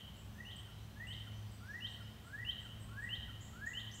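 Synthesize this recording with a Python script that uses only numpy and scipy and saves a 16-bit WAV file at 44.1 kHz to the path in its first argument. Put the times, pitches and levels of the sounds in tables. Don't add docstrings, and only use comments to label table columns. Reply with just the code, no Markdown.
import sys
import numpy as np
from scipy import signal
from scipy.fft import rfft, irfft, next_fast_len
from scipy.io import wavfile
from scipy.ndimage import uniform_filter1d

SR = 44100
rng = np.random.default_rng(int(sys.argv[2]) if len(sys.argv) > 2 else 0)


def store_wav(level_fs):
    pcm = np.round(np.clip(np.atleast_2d(level_fs), -1, 1) * 32767)
    wavfile.write(sys.argv[1], SR, pcm.T.astype(np.int16))


N = 176400
LEAD_S = .5
TIME_S = np.arange(-int(LEAD_S * SR), N) / SR

# time of the jump between notes in seconds, low-note length in seconds,
# low-note level in dB, high-note level in dB, direct-path gain in dB, high-note swell in dB,
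# swell width in seconds, flick gain over the high note in dB, low-note peak time in seconds from
# the jump, peak gain in dB. Swell and peak act on the direct path only.
CALLS = [(-.06, 0.085, -52, -47.5, -8, 7, .012, -9, -.04, 0),
         (.452, 0.11, -45.5, -45.5, -3.5, -5, 0.013, -1, -0.042, 9.5),
         (1.070, 0.12, -42.5, -43, -3.5, 0.5, 0.0074, 0.5, -0.029, 10.5),
         (1.807, 0.23, -41, -43, -1, 8.5, 0.0054, 3.5, -0.031, 4),
         (2.450, 0.234, -40, -39.5, -1, 7, 0.011, -1.5, -0.023, 5),
         (3.092, 0.22, -37.5, -40.5, -2, 10, .011, 0, -0.042, 2),
         (3.736, 0.26, -38, -42, -2, 7, 0.016, 2, -0.062, 5)]
# time from the jump in seconds, pitch in Hz, gain in dB.
LOW_SWEEP = [(-.205, 1290, -15.5), (-.18, 1385, -17.5), (-.13, 1555, -19), (-.114, 1633, -6.5),
             (-.095, 1700, -3), (-.077, 1763, -16), (-.061, 1860, -1), (-.036, 1948, -8),
             (-.026, 1990, -12.5), (-.015, 1974, -3.5), (-.003, 1900, -19)]
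HIGH_SWEEP = [(-.002, 2720, -2), (.005, 2780, -3.5), (.011, 2866, -10), (.017, 2933, 1), (.03, 2983, -5),
              (.04, 3087, -2), (.048, 3112, 0.5), (.055, 3173, -5), (.061, 3384, 2.5)]
FLICK_SWEEP = [(.058, 3266, 0), (.061, 3506, -5), (.064, 3960, -9.5), (.067, 4500, -15)]
# multiple of the pitch, gain in dB.
HIGH_HARMONICS = [(1, 0), (2, -42), (4, -35)]
# centre time in seconds, level in dB.
FALL_EVENTS = [(.690, -63), (1.275, -60.5), (2.012, -57.5), (2.660, -60), (3.293, -57)]
# time from its centre in seconds, pitch in Hz, gain in dB.
FALL_SWEEP = [(-.018, 1675, -11), (-.005, 1460, -2), (.005, 1350, 3.5), (.014, 1230, -12)]
# frequency in Hz, echo gain in dB.
ECHO_EQ = [(1300, 2.5), (1700, -2.5), (1950, 3), (2750, -3), (3100, 0.5), (3700, 0)]
# start in seconds, top pitch in Hz, level in dB, direct-path gain in dB.
CHIP_EVENTS = [(.163, 7980, -58, 0), (.560, 8470, -57, 6), (1.068, 8420, -55, 0.5),
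               (1.512, 8430, -57.5, -1.5), (1.880, 8350, -58, -5), (2.238, 8360, -58, -5),
               (2.598, 8360, -57, -3), (2.795, 8457, -54.5, -4), (3.002, 8370, -54.5, -8)]
# time in seconds, fraction of the top pitch, gain in dB.
CHIP_SWEEP = [(0, .86, -5.5), (.004, .93, -8.5), (.007, 0.99, -3.5), (.010, .98, -7.5), (0.014, 0.9, -6)]
# start in seconds, length in seconds, centre pitch in Hz, level in dB.
BUZZ_EVENTS = [(3.406, 0.032, 7080, -60.5), (3.659, 0.026, 7040, -57), (3.94, 0.029, 7180, -57)]
# time in seconds, pitch in Hz, level in dB.
LISP_SWEEP = [(3.911, 4195, -61), (3.917, 5970, -56), (3.921, 6746, -66), (3.926, 6010, -53),
              (3.932, 6435, -67), (3.938, 5914, -51)]
# start in seconds, length in seconds, start and end pitch in Hz, level in dB.
FAINT_EVENTS = [(0.278, 0.17, 6130, 5930, -75.5), (.68, .2, 3750, 4250, -72.5),
                (1.08, .1, 2105, 2115, -66.5), (1.295, .09, 5965, 5945, -70), (1.52, .1, 4780, 4600, -73.5),
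                (1.598, .22, 5960, 5670, -75.5), (1.66, .14, 5500, 5250, -77), (1.84, .1, 4480, 4280, -69),
                (1.98, .10, 5200, 5120, -74), (2.84, 0.051, 1080, 1128, -60)]
# delay in seconds, gain in dB.
TRUNK_ECHOES = [(.024, -14.5), (.062, -15.5)]
# time in seconds, level in dB before trim, pitch in Hz.
ENGINE_TRACK = [(0.0, -61.5, 102.4), (0.26, -58, 105.6), (1.51, -51.5, 105.7), (1.61, -58, 104.2),
                (2.06, -50, 106.3), (2.17, -65, 108.9), (2.42, -51.5, 108.4), (2.49, -62, 108.1),
                (2.77, -51, 108.1), (3.3, -53.5, 108.6), (3.43, -54.5, 104.5), (3.751, -57, 108.3),
                (3.891, -51.5, 107.6), (4.0, -60, 104.1)]
# frequency in Hz, relative density in dB.
AIR_SPECTRUM = [(22, -23), (45, -5.5), (65, 2.5), (90, -2.5), (150, -5.5), (220, -11), (310, -17),
                (450, -21.5), (750, -21), (1300, -24.5), (2300, -28.5), (3200, -26.5), (4900, -34.5),
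                (7000, -36), (9500, -38), (10400, -42), (11500, -37.5), (15500, -39)]
# time in seconds, gain in dB.
RUMBLE_TRACK = [(0, 0.5), (.7, -0.5), (1.7, 1.5), (2.15, -4), (2.4, 2.5), (2.8, 4), (3.15, 0.5), (3.5, 3.5),
                (4, -4.5)]

WOODS_T60_S, TREBLE_T60_S = 1.1, .69


def whistler(fade_s=.054, swell_at_s=.0442, peak_width_s=.0078, flutter_db=1.5, flutter_hz=128.4):
    low_wet_db, high_wet_db, flick_direct_db, splash_db = -5, .5, -4, -2
    lows, highs, flicks, direct = 0, 0, 0, 0
    for at_s, low_s, low_db, high_db, direct_db, swell_db, swell_s, flick_db, peak_s, peak_db in CALLS:
        t = TIME_S - at_s
        fade_in = np.clip((t + low_s) / fade_s, 0, 1)
        low = undb(low_db) * fade_in * note(LOW_SWEEP, at_s)
        high = undb(high_db) * note(HIGH_SWEEP, at_s, HIGH_HARMONICS)
        flick = undb(high_db + flick_db) * note(FLICK_SWEEP, at_s)
        swell = undb(swell_db * np.exp(-((t - swell_at_s) / swell_s) ** 2))
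        peak = undb(peak_db * np.exp(-((t - peak_s) / peak_width_s) ** 2))
        direct += undb(direct_db) * (peak * low + swell * high + undb(flick_direct_db) * flick)
        lows, highs, flicks = lows + low, highs + high, flicks + flick
    falls = sum(undb(db) * note(FALL_SWEEP, at_s, waver=.032) for at_s, db in FALL_EVENTS)
    direct *= undb(flutter_db * walk(flutter_hz))
    splash = undb(splash_db) * leaves(flicks)
    scattered = undb(low_wet_db) * (lows + falls) + undb(high_wet_db) * highs + flicks
    return direct + splash + falls + woods(equalise(scattered, ECHO_EQ), WOODS_T60_S)


def chipper(wet_db=4.5):
    chips, direct = 0, 0
    for at_s, top_hz, level_db, direct_db in CHIP_EVENTS:
        chip = undb(level_db) * note([(s, share * top_hz, db) for s, share, db in CHIP_SWEEP], at_s)
        chips += chip
        direct += undb(direct_db) * chip
    return direct + undb(wet_db) * woods(chips, TREBLE_T60_S)


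def buzzer(vibrato_hz=140, depth_hz=470, roughness=.3, wander_hz=221, wet_db=4.5):
    buzzes = 0
    for at_s, length_s, centre_hz, db in BUZZ_EVENTS:
        vibrato = np.sin(phase_rad(vibrato_hz * (1 + roughness * walk(300))))
        pitch_hz = centre_hz + depth_hz * vibrato + wander_hz * walk(400)
        buzzes += undb(db) * gate(at_s, at_s + length_s) * np.sin(phase_rad(pitch_hz))
    lisp = note(LISP_SWEEP)
    return buzzes + lisp + woods(undb(wet_db) * buzzes + lisp, TREBLE_T60_S)


def faint_whistles(direct_db=-13):
    song = sum(note([(0, start_hz, db), (length_s, end_hz, db)], at_s)
               for at_s, length_s, start_hz, end_hz, db in FAINT_EVENTS)
    from_s, to_s, low_hz, high_hz = .65, 1.9, 3510, 6750
    glide_s, max_glide, chorus_db = .065, .14, -76.5
    for when, height, slope in rng.random(size=(36, 3)):
        start_hz = low_hz + height * (high_hz - low_hz)
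        end_hz = start_hz * (1 + max_glide * (2 * slope - 1))
        at_s = from_s + when * (to_s - from_s)
        song += note([(0, start_hz, chorus_db), (glide_s, end_hz, chorus_db)], at_s)
    return undb(direct_db) * song + woods(song, WOODS_T60_S)


def note(sweep, at_s=0, harmonics=((1, 0),), waver=.0044):
    s, hz, db = np.array(sweep, float).T
    whistle = gate(at_s + s[0], at_s + s[-1])
    on = whistle > 0
    t = TIME_S[on] - at_s
    phase = phase_rad(np.interp(t, s, hz) * (1 + waver * walk(200)[on]))
    tone = sum(undb(gain_db) * np.sin(k * phase) for k, gain_db in harmonics)
    whistle[on] *= undb(np.interp(t, s, db)) * tone
    return whistle


def leaves(x, decay_s=.0098):
    t = np.arange(SR // 10) / SR
    spray = rng.standard_normal(len(t)) * np.exp(-t / decay_s)
    return signal.fftconvolve(x, spray / np.linalg.norm(spray))[:len(x)]


def woods(x, t60_s, gap_s=.0065, early_per_s=200, early_decay_s=.064, early_db=-4):
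    t = np.arange(int(1.5 * SR)) / SR
    wash = rng.standard_normal(len(t)) * undb(1.1 * walk(34.7)[:len(t)] - 60 * t / t60_s)
    wash *= np.clip(t / gap_s - 1, 0, 1)
    early = rng.standard_normal(len(t)) * (rng.random(len(t)) < early_per_s / SR)
    early *= np.exp(-t / early_decay_s) * (t > gap_s)
    response = wash / np.linalg.norm(wash) + undb(early_db) * early / np.linalg.norm(early)
    for delay_s, db in TRUNK_ECHOES:
        response[int(delay_s * SR)] += undb(db)
    return signal.fftconvolve(x, response / np.linalg.norm(response))[:len(x)]


def engine(trim_db=.5, flutter_db=1.65, octave_db=-65, octave_flutter_db=3.16, wander=.005):
    s, db, hz = np.array(ENGINE_TRACK).T
    phase = phase_rad(np.interp(TIME_S, s, hz) * (1 + wander * walk(12)))
    firing = undb(np.interp(TIME_S, s, db) + trim_db + flutter_db * walk(12)) * np.sin(phase)
    octave = undb(octave_db + octave_flutter_db * walk(9)) * np.sin(2 * phase)
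    return np.sqrt(2) * (firing + octave)


def air(level_db=-54, floor_hz=15, rumble_hz=114, sway_db=1):
    n = len(TIME_S)
    hz = np.fft.rfftfreq(n, 1 / SR)
    spectrum = rfft(rng.standard_normal(n)) * eq_gain(hz, AIR_SPECTRUM) * (hz > floor_hz)
    steady = irfft(spectrum, n)
    rumble = irfft(spectrum / (1 + (hz / rumble_hz) ** 2), n)
    sway = undb(np.interp(TIME_S, *np.array(RUMBLE_TRACK).T) + sway_db * walk(4.01))
    return undb(level_db) * (steady + (sway - 1) * rumble) / steady.std()


def undb(db):
    return 10 ** (np.asarray(db) / 20)


def phase_rad(hz):
    return 2 * np.pi * np.cumsum(hz) / SR


def walk(rate_hz):
    hold = max(int(SR / rate_hz), 2)
    steps = np.repeat(rng.standard_normal(len(TIME_S) // hold + 1), hold)
    return 1.288 * uniform_filter1d(uniform_filter1d(steps, hold), hold)[:len(TIME_S)]


def gate(start_s, end_s, edge_s=.0028):
    return np.clip(np.minimum(TIME_S - start_s, end_s - TIME_S) / edge_s, 0, 1)


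def eq_gain(hz, points):
    point_hz, db = np.array(points).T
    return undb(np.interp(np.log(np.maximum(hz, 1)), np.log(point_hz), db))


def equalise(x, points):
    size = next_fast_len(2 * len(x))
    gain = eq_gain(np.fft.rfftfreq(size, 1 / SR), points)
    return irfft(rfft(x, size) * gain, size)[:len(x)]


def scene():
    return (air() + engine() + whistler() + chipper() + buzzer() + faint_whistles())[None, -N:]


def record(dry):
    cutoff_hz = 15700
    return signal.sosfilt(signal.ellip(10, .2, 70, cutoff_hz, fs=SR, output="sos"), dry)


dry = scene()
out = record(dry)
store_wav(out)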